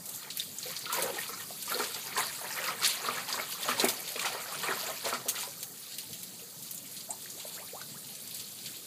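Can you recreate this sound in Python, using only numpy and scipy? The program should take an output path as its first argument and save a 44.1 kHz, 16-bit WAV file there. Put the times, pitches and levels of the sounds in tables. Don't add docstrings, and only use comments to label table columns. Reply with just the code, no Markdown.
import sys
import numpy as np
from scipy import signal
from scipy.fft import rfft, irfft, next_fast_len
from scipy.io import wavfile
from scipy.ndimage import uniform_filter1d

SR = 44100
rng = np.random.default_rng(int(sys.argv[2]) if len(sys.argv) > 2 else 0)


def digitize_waveform(pressure):
    field = np.atleast_2d(pressure).T
    bounded = np.clip(field, -1, 1)
    quanta = np.round(bounded * 32767).astype(np.int16)
    wavfile.write(sys.argv[1], SR, quanta)


N = 390726


def gain_of(db):
    return 10 ** (np.asarray(db) / 20)


def unit_rms(x):
    return x / np.sqrt(np.mean(x ** 2) + 1e-20)


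def at_hz(points, hz):
    f, value = np.transpose(points)
    return np.interp(np.log(hz + 1), np.log(f + 1), value)


def add(mix, start_s, sound):
    part = mix[round(start_s * SR):][:len(sound)]
    part += sound[:len(part)]


def coloured(x, db_of_hz):
    size = next_fast_len(len(x))
    return irfft(rfft(x, size) * gain_of(db_of_hz(np.fft.rfftfreq(size, 1 / SR))), size)[:len(x)]


def steadied(x, window_s):
    power = uniform_filter1d(x ** 2, round(window_s * SR))
    return x / np.sqrt(abs(power) + 1e-12)


def swell_powers(rows, fall_db_per_s, tail_db, tail_db_per_s, build_db=12):
    peak_s, db, build_s = np.array(rows)[:, :3, None].transpose(1, 0, 2)
    late = np.arange(0, N, 64) / SR - peak_s
    before, after = np.minimum(late, 0), np.maximum(late, 0)
    fall = gain_of(-fall_db_per_s * after) ** 2 + gain_of(tail_db - tail_db_per_s * after) ** 2
    return gain_of(db + build_db * before / np.maximum(build_s, .005)) ** 2 * fall


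def per_sample(x):
    return np.interp(np.arange(N), np.arange(0, N, 64), x)


# frequency_hz, density_db
AMBIENT_SPECTRUM = [(18, -62), (30, -37), (95, -7), (160, 3), (299, -6.5), (467, -8.5), (546, -11.5),
                    (1140, -22.5), (2180, -28), (4540, -6), (5450, -6.5), (6890, -5), (11900, -6.5),
                    (15500, -4.5)]
def distant_rumble(level_db=-47, drift_db=2.3):
    frames, hz = N // 256 + 5, np.fft.rfftfreq(1024, 1 / SR)
    real, imag, patches = rng.standard_normal((frames, 513, 3)).T
    patches = unit_rms(uniform_filter1d(uniform_filter1d(patches, 8, 0), 14, 1))
    spectra = (real + 1j * imag) * gain_of(at_hz(AMBIENT_SPECTRUM, hz)[:, None] + drift_db * patches)
    return gain_of(level_db) * unit_rms(signal.istft(spectra, nperseg=1024, noverlap=768)[1][:N])


# frequency_hz, t60_s
REVERB_TIMES = [(200, 0.33), (1000, 0.2), (4000, 0.12), (12000, 0.26)]
def wall_reflections(x):
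    taps, out = np.zeros((3, SR // 2)), np.zeros(N)
    slots = np.arange(200, SR // 2 - 20, 20)
    delays = slots + rng.integers(0, 20, (3, len(slots)))
    np.put_along_axis(taps, delays, rng.choice([-1., 1.], delays.shape), 1)
    hz, t, spectra = signal.stft(taps, SR, nperseg=256)
    decay = gain_of(-60 * t / at_hz(REVERB_TIMES, hz)[:, None])
    for k, tail in enumerate(signal.istft(spectra * decay, SR, nperseg=256)[1]):
        crossfade = np.sqrt(2 / 3) * np.cos(np.pi * (np.arange(N) / SR / .9 + k / 3))
        out += signal.fftconvolve(x * crossfade, tail / np.linalg.norm(tail))[:N]
    return out


def bubble(hz, cycles, rise):
    age = np.arange(round(3 * cycles * SR / hz) + 8) * hz / SR / cycles
    envelope = np.exp(-2 * age) * np.minimum(age * cycles, 1)
    tone = np.sin(2 * np.pi * cycles * (age + rise * age ** 2 / 2)) * envelope
    return tone / np.linalg.norm(tone)


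def swarm(lo_hz, hi_hz, per_s, spread_db, cycles, rise, weight=lambda hz, at: 1, sizes=24):
    when, size, strength, lot = rng.random((round(N / SR * 6000), 4)).T
    sounding = np.clip((per_s / 6000 - lot % .5 * 2) * 1e3, 0, 1)
    at, size = (when * N).astype(int), (size * sizes).astype(int)
    amplitude = sounding * np.sign(lot - .5) * gain_of(spread_db * np.minimum(-np.log(strength), 4))
    out = np.zeros(N)
    for k, hz in enumerate(np.geomspace(lo_hz, hi_hz, sizes)):
        onsets = at[size == k]
        impulses = np.bincount(onsets, amplitude[size == k] * weight(hz, onsets), N)
        out += signal.oaconvolve(impulses * np.sqrt(hz), bubble(hz, cycles, rise))[:N]
    return out


def spurts(per_s, fade_s, depth):
    starts = (rng.random(N) < per_s / SR) * rng.uniform(0.23, 1, N)
    swell = 1 + depth * signal.lfilter([1], [1, -np.exp(-1 / (fade_s * SR))], starts)
    return swell / uniform_filter1d(swell, round(.12 * SR))


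# time_s, level_db, treble_share_db (the part above 7 kHz)
DRIPPING = [(0, -55, 2.5), (.3, -65, -3.5), (.55, -56, -1), (.8, -47.5, -4), (1.2, -43.5, -2),
            (1.57, -46.5, -1), (1.95, -42, -2.5), (2.4, -52, -1.5), (3.1, -51.5, -3.5), (3.8, -45.5, -1.5),
            (4.4, -46, -3.5), (4.85, -39.5, -2), (5.24, -50, -3.5), (5.7, -51.5, 0), (5.9, -46.5, -3),
            (6.5, -51, -1.5), (7.3, -51, -1.5), (8.1, -47.5, -1.5), (8.86, -48.5, -2)]
# peak_s, level_db, build_s
THROWN_WATER = [(.137, -42, 0.085), (.399, -40.5, 0.059), (.72, -41.5, 0.23), (.943, -34.5, 0.023),
                (1.232, -45.5, 0.28), (1.746, -39, 0.17), (2.195, -35.5, 0.022), (2.689, -41, 1),
                (2.86, -29.5, 0.045), (3.073, -40, 0.037), (3.19, -44.5, 0.23), (3.29, -39, 0.015),
                (3.537, -43.5, 0.61), (3.637, -37.5, 0.048), (3.806, -37, 0.047), (3.896, -37.5, 0.03),
                (4.086, -42.5, 0.044), (4.205, -39, 0.029), (4.704, -44, 0.48), (5.058, -38.5, 0.02),
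                (5.385, -37, 0.031), (5.622, -49.5, 0.34), (6.246, -57, 0.4), (6.64, -47.5, 0.021),
                (6.974, -47.5, 0.21), (7.24, -47, 0.085), (7.42, -46, 0.13), (7.54, -45, 0.064),
                (7.827, -54, 0.12), (8.36, -48.5, 0.2), (8.675, -45.5, 0.057)]
# frequency_hz, gain_db
SPATTER_SPECTRUM = [(880, -27), (1500, -1.5), (2890, -1.5), (3610, 2), (4710, 5.5), (5450, 0.5),
                    (7160, -2.5), (9700, -10.5), (11900, -9), (14600, -13.5), (15500, -39)]
def spray(mist_db=-7, drops_db=-5, patchy_db=2.5):
    time_s, *columns = np.transpose(DRIPPING)
    drip_db, treble_db = (np.interp(np.arange(N) / SR, time_s, column) for column in columns)
    showers = swell_powers(THROWN_WATER, fall_db_per_s=119, tail_db=-5.5, tail_db_per_s=76).sum(0)
    level = np.sqrt(gain_of(drip_db) ** 2 + per_sample(showers))
    drops = swarm(1885, 14700, per_s=2000, spread_db=2.0, cycles=8.7, rise=0.44)
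    spatter = gain_of(drops_db) * unit_rms(drops) + gain_of(mist_db) * rng.standard_normal(N)
    spectra = signal.stft(coloured(spatter, lambda hz: at_hz(SPATTER_SPECTRUM, hz)), nperseg=256)[2]
    patches = rng.standard_normal(spectra.shape[::-1]).T
    patches = unit_rms(uniform_filter1d(uniform_filter1d(patches, 9, 0), 10, 1))
    spatter = signal.istft(spectra * gain_of(patchy_db * patches), nperseg=256)[1][:N]
    low = coloured(spatter, lambda hz: -10 * np.log10(1 + (hz / 7000) ** 8))
    high = steadied(spatter - low, 0.17) * gain_of(treble_db)
    high *= spurts(per_s=14, fade_s=0.022, depth=1.37)
    low_share = np.sqrt(np.clip(1 - gain_of(2 * treble_db), .03, 1))
    swish = uniform_filter1d(spurts(per_s=10, fade_s=.03, depth=0.9), 700)
    low = steadied(low, 0.44) * swish
    body = coloured(low, lambda hz: -10 * np.log10(1 + (hz / 2900) ** 8))
    heavy = np.clip(level / gain_of(-42), 0, 1) ** 0.68
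    return level * (high + low_share * (low - (1 - heavy) * body))


# start_s, level_db, start_hz, top_hz, sweep_s
MUZZLE_GLIDES = [(6.39, -50, 2410, 3600, 0.016), (7.086, -45, 627, 950, 0.033),
                 (7.337, -57, 301, 1040, 0.074), (7.564, -48.5, 1180, 2830, 0.041),
                 (7.59, -52, 482, 1290, 0.046), (7.679, -53, 1700, 2850, 0.02),
                 (7.726, -45.5, 425, 1250, 0.05), (7.937, -55.5, 863, 1590, 0.037)]
def muzzle_bubbles(roughness=0.42, tail_db=-7, tail_s=0.033):
    out = np.zeros(N)
    for start_s, db, start_hz, top_hz, sweep_s in MUZZLE_GLIDES:
        t = np.arange(round((sweep_s + tail_s) * SR)) / SR
        sweep, tail = np.minimum(t / sweep_s, 1), np.maximum(t - sweep_s, 0) / tail_s
        wobble, flutter = uniform_filter1d(rng.standard_normal((2, len(t))), 120)
        hz = (start_hz + (top_hz - start_hz) * sweep ** 1.52) * (1 - 0.28 * tail)
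        hz *= 1 + (0.055 + 0.13 * tail) * unit_rms(wobble)
        envelope = gain_of(db - 3.9 * sweep + tail_db * np.minimum(5 * tail, 1))
        envelope *= (1 + roughness * unit_rms(flutter)) * signal.windows.tukey(len(t), .25)
        add(out, start_s, envelope * np.sin(2 * np.pi * np.cumsum(hz) / SR))
    return out


# start_s, relative_level_db, centre_hz, width_octaves, t60_s
WATER_IMPACTS = [(0.0555, -24.5, 10200, 1.7, 0.16), (0.09, -23, 8100, 1.2, 0.08),
                 (0.23, -28.5, 3500, 1.8, 0.042), (0.302, -23, 4300, 0.92, 0.14),
                 (0.3716, -15.5, 11300, 1.3, 0.057), (0.3977, -19, 3560, 0.21, 0.055),
                 (0.584, -20.5, 6970, 0.38, 0.065), (0.629, -23.5, 4170, 0.66, 0.039),
                 (0.7648, -21, 4400, 0.5, 0.064), (0.79, -22.5, 8600, 0.8, 0.044),
                 (0.856, -21.5, 3080, 0.75, 0.05), (0.926, -14, 7460, 2.4, 0.093),
                 (1.022, -12.5, 8500, 1.9, 0.094), (1.624, -17.5, 8640, 1.8, 0.063),
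                 (1.7445, -22, 4200, 0.21, 0.057), (1.788, -22.5, 4250, 1.3, 0.33),
                 (1.84, -19.5, 4100, 1.4, .07), (1.944, -20.5, 4660, 0.85, 0.057),
                 (2.175, -16.5, 4500, 1.5, 0.11), (2.6407, -19.5, 2610, 1.7, 0.069),
                 (2.675, -21.5, 4780, 0.44, 0.11), (2.8313, -16.5, 3500, 1.6, 0.07),
                 (2.844, -11, 3590, 1.05, 0.16), (3.3254, -15.5, 4770, 0.56, 0.099),
                 (3.522, -18.5, 4650, 2.3, 0.048), (3.63, -21, 3550, 0.68, 0.092),
                 (3.681, -21.5, 2970, 1.3, 0.44), (3.797, -10, 3990, 1, 0.077),
                 (3.845, -6.5, 10300, 1.9, 0.049), (3.8848, -11, 4970, 1.4, 0.11),
                 (4.077, -23, 3600, 1.6, 0.067), (4.16, -24, 2480, 0.83, 0.045),
                 (4.194, -17.5, 2370, 1.36, 0.063), (4.2528, -17, 2550, 1.5, 0.21),
                 (5.05, -20.5, 4200, 1, 0.15), (5.1355, -22, 4550, 0.89, 0.16),
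                 (5.284, -12, 5650, 1.4, 0.05), (5.289, -9, 6470, 1.3, 0.096),
                 (5.353, -23, 4550, 0.89, 0.05), (5.368, -30, 2750, 1.4, 0.13),
                 (5.6285, -16, 6400, 2.4, 0.059), (5.9837, -18, 4870, 2.4, 0.089),
                 (6.1293, -24, 3950, 2.5, 0.14), (6.2305, -21, 11500, 1.8, 0.081),
                 (6.624, -23, 12200, 1.7, 0.088), (6.71, -18, 12200, 1.5, 0.073),
                 (6.7457, -21, 11000, 0.87, 0.064), (6.7766, -25, 6960, 0.59, 0.066),
                 (6.965, -30, 4240, 0.62, 0.099), (7.006, -28, 4800, 0.72, 0.077),
                 (7.105, -18, 8060, 0.26, 0.071), (7.3, -28.5, 6900, 0.64, 0.09),
                 (7.3985, -28, 4030, 1, 0.12), (7.8147, -29, 4950, 0.75, 0.067),
                 (7.9, -36, 4300, 0.7, 0.06), (8.045, -33, 4030, 0.87, 0.098), (8.151, -25, 6030, 1, .05),
                 (8.274, -25, 7500, 1.1, 0.054), (8.3109, -31, 3600, .8, 0.091),
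                 (8.3438, -22, 7750, 1.3, 0.14), (8.396, -27, 4500, 0.89, 0.18),
                 (8.443, -32.5, 4260, 0.62, 0.081), (8.5866, -33, 4100, 1.1, 0.065),
                 (8.658, -24.5, 4600, 0.83, 0.1)]
def splashes(tick_db=-19.5, trim_db=-7, plink_db=5):
    out, t = np.zeros(N), np.arange(8192) / SR
    noises, crackles = rng.standard_normal((2, len(WATER_IMPACTS), len(t)))
    for (start_s, db, centre_hz, octaves, t60), noise, crackle in zip(WATER_IMPACTS, noises, crackles):
        def band_db(hz):
            peak = -6 * (np.log2((hz + 1) / centre_hz) / octaves) ** 2
            return np.maximum(peak, -20) - 12 * (2200 / (hz + 300)) ** 2
        noise = noise * gain_of(1.26 * unit_rms(uniform_filter1d(crackle, 24)))
        plink = np.sin(2 * np.pi * centre_hz * (t + .6 * t ** 2)) * np.exp(-t / 0.013)
        burst = unit_rms(coloured(noise, band_db)) + gain_of(plink_db - 5.5 * octaves) * plink
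        attack = np.minimum(t / (0.0094 * t60), 1)
        decay = gain_of(-60 * t / t60) + gain_of(tick_db) * np.exp(-t / 0.0035)
        add(out, start_s, gain_of(db + trim_db) * burst * attack * decay / 2)
    return out


# frequency_hz, relative_level_db, t60_s
TUB_MODES = [(244, 0.5, 0.19), (385, 2.5, 0.092), (483, 6, 0.082), (675, 9.5, 0.04)]
# start_s, relative_level_db, pitch_hz, t60_s
AIR_POCKETS = [(0.656, -37.5, 487, 0.15), (0.682, -44, 502, 0.075), (0.863, -32, 1397, 0.068),
               (0.897, -30, 1310, 0.24), (0.929, -29.5, 1020, 0.12), (0.964, -28, 1016, 0.042),
               (0.978, -28, 514, 0.1), (1.017, -33, 430, 0.15), (1.03, -30, 553, 0.11),
               (1.046, -30, 501, 0.15), (1.097, -29.5, 530, 0.087), (1.133, -37, 389, 0.14),
               (1.165, -33.5, 795, 0.083), (1.29, -36.5, 454, .1), (1.291, -37, 1290, 0.13),
               (1.332, -35, 1290, 0.087), (1.505, -35, 716, 0.063), (1.677, -36, 1190, 0.12),
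               (1.717, -26.5, 1340, 0.12), (1.748, -30, 479, 0.16), (1.795, -29, 400, 0.12),
               (1.797, -25.5, 900, 0.061), (2.178, -24, 1014, 0.1), (2.351, -37, 2220, 0.03),
               (2.388, -35, 1200, 0.031), (2.413, -34, 686, 0.041), (2.575, -37, 2210, 0.19),
               (2.689, -29, 1330, 0.049), (3.045, -28, 1110, 0.042), (3.085, -19, 1230, 0.034),
               (3.341, -27.5, 1070, 0.043), (3.379, -28, 950, 0.039), (3.688, -15.5, 1180, 0.024),
               (3.781, -28.5, 915, 0.094), (3.824, -21.5, 495, 0.04), (3.84, -14.5, 380, 0.045),
               (3.839, -21, 820, 0.046), (4.157, -25.5, 473, 0.035), (4.231, -36, 1070, 0.047),
               (4.3, -33, 730, 0.052), (4.345, -31.5, 670, 0.054), (4.634, -27, 1806, 0.049),
               (4.689, -21.5, 385, 0.03), (4.887, -31.5, 628, 0.14), (5.057, -27.5, 645, 0.083),
               (5.127, -18, 1310, 0.027), (5.258, -27.5, 532, 0.033), (5.379, -35, 1400, 0.044),
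               (5.431, -37, 946, 0.13), (5.474, -38, 546, 0.082), (5.619, -45, 483, 0.08),
               (6.093, -43, 460, 0.093), (6.42, -45, 453, 0.13), (6.836, -42, 263, 0.097),
               (7.258, -37, 1890, 0.022), (7.45, -30.5, 615, 0.024), (7.814, -30, 1495, 0.023)]
def paw_plops(rise=0.88, slap_db=-12, trim_db=-5, knock_db=-42):
    out, t = np.zeros(N), np.arange(6000) / SR
    noises = rng.standard_normal((len(AIR_POCKETS), len(t)))
    draws = rng.random((len(AIR_POCKETS), 4 + len(TUB_MODES)))
    for (start_s, db, hz, t60), noise, draw in zip(AIR_POCKETS, noises, draws):
        turns = hz * (t + rise * t ** 2)
        ring = np.sin(2 * np.pi * turns)
        ring += 0.52 * np.sin(2 * np.pi * (turns * (.78 + 0.169 * draw[0]) + draw[1]))
        ring += 0.24 * np.sin(2 * np.pi * (turns * (1.4 + 0.26 * draw[2]) + draw[3]))
        slap = unit_rms(coloured(noise, lambda f: -14 * np.log2((f + 1) / hz) ** 2))
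        pocket = (ring + gain_of(slap_db) * slap) * gain_of(db + trim_db - 60 * t / t60)
        wall = sum(gain_of(mode_db - 60 * t / mode_t60) * np.sin(2 * np.pi * (mode_hz * t + phase))
                   for (mode_hz, mode_db, mode_t60), phase in zip(TUB_MODES, draw[4:]))
        drive = gain_of(knock_db + 1.3 * (db + 20) - 4 * np.log2(hz / 450))
        attack = 1 - np.exp(-t * hz / 1.26)
        add(out, start_s, (pocket + drive * wall) * attack)
    return out


# centre_hz, width_hz, gain_db
CAVITY_RESONANCES = [(479, 24, 3), (950, 140, 2), (1290, 300, 4.5), (1862, 166, 6.5), (2310, 290, 6.5)]
# peak_s, level_db, build_s, bubble_pitch_hz
WATER_SURGES = [(.1, -58, 0.092, 580), (.27, -53, 0.11, 1590), (.72, -51, 0.084, 1740),
                (.983, -38, 0.027, 523), (1.09, -42, 0.16, 520), (1.182, -43.5, 0.038, 1850),
                (1.302, -54, 0.087, 1290), (1.41, -52.5, 0.12, 1800), (1.726, -42.5, 0.038, 1290),
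                (1.809, -37.5, 0.033, 900), (1.966, -50.5, 0.051, 950), (2.065, -47.5, 0.012, 2280),
                (2.196, -34.5, 0.056, 1270), (2.45, -44.5, 0.031, 680), (2.585, -42.5, 0.037, 2200),
                (2.706, -39, 0.2, 1350), (2.854, -39, 0.069, 1700), (3.098, -40.5, 0.15, 1300),
                (3.19, -41, 0.083, 1700), (3.293, -43, 0.02, 1440), (3.397, -39.5, 0.067, 1070),
                (3.627, -49.5, 0.17, 1360), (3.698, -33.5, 0.037, 900), (3.836, -32, 0.042, 445),
                (4.171, -46.5, 0.015, 2280), (4.255, -37.5, 0.048, 1330), (4.355, -41, 0.04, 600),
                (4.535, -45.5, 0.14, 1010), (4.64, -39.5, 0.012, 1850), (4.704, -35, 0.056, 1020),
                (4.904, -45.5, 0.35, 684), (5.063, -36.5, 0.018, 700), (5.143, -40, 0.025, 1320),
                (5.273, -47.5, 0.012, 520), (5.383, -48, 0.072, 1770), (7.109, -62, 0.017, 780),
                (7.588, -58, 0.18, 560)]
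def churn(lap_db=-66.5, lap_hz=520, width_octaves=0.95, rush_db=-7, slosh_db=-20):
    surges = swell_powers(WATER_SURGES, fall_db_per_s=227, tail_db=-18, tail_db_per_s=28)
    lap = gain_of(lap_db) ** 2
    power = surges.sum(0) + lap
    log_pitches = np.log(np.array(WATER_SURGES)[:, 3])
    pitch = per_sample(np.exp((log_pitches @ surges + np.log(lap_hz) * lap) / power))
    def favour_pitch(hz, at):
        return (1 + np.exp(-np.log2(hz / pitch[at]) ** 2 / width_octaves ** 2)) / np.sqrt(hz)
    def cavity_db(hz):
        return sum(db / (1 + (2 * (hz - centre) / width) ** 2) for centre, width, db in CAVITY_RESONANCES)
    bubbles = swarm(369.4, 3148, per_s=1300, spread_db=4.5, cycles=13.8, rise=0.046, weight=favour_pitch)
    rush = coloured(rng.standard_normal(N), lambda hz: -9 * np.log2((hz + 1) / 1100) ** 2)
    froth = coloured(steadied(bubbles, 0.11) + gain_of(rush_db) * unit_rms(rush), cavity_db)
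    slosh = coloured(rng.standard_normal(N), lambda hz: -8 * np.log2((hz + 1) / 170) ** 2)
    heave = per_sample(np.sqrt(uniform_filter1d(power, 120)))
    froth = per_sample(np.sqrt(power)) * steadied(froth, 0.255)
    return froth + gain_of(slosh_db) * heave * unit_rms(slosh)


def scene(reverb_db=-9.5):
    water = splashes() + paw_plops() + muzzle_bubbles() + spray() + churn()
    return (water + gain_of(reverb_db) * wall_reflections(water) + distant_rumble())[None]


# frequency_hz, gain_db
MIC_RESPONSE = [(30, -4), (70, -10), (100, 3.5), (3000, 3.5), (4600, 1), (5400, -4), (6500, -1)]
def record(dry, cutoff_hz=15450):
    heard = coloured(dry[0], lambda hz: at_hz(MIC_RESPONSE, hz))[None]
    low_pass = signal.firwin(511, cutoff_hz, window=("kaiser", 9), fs=SR)
    return signal.oaconvolve(heard, low_pass[None], "same")


dry = scene()
out = record(dry)
digitize_waveform(out)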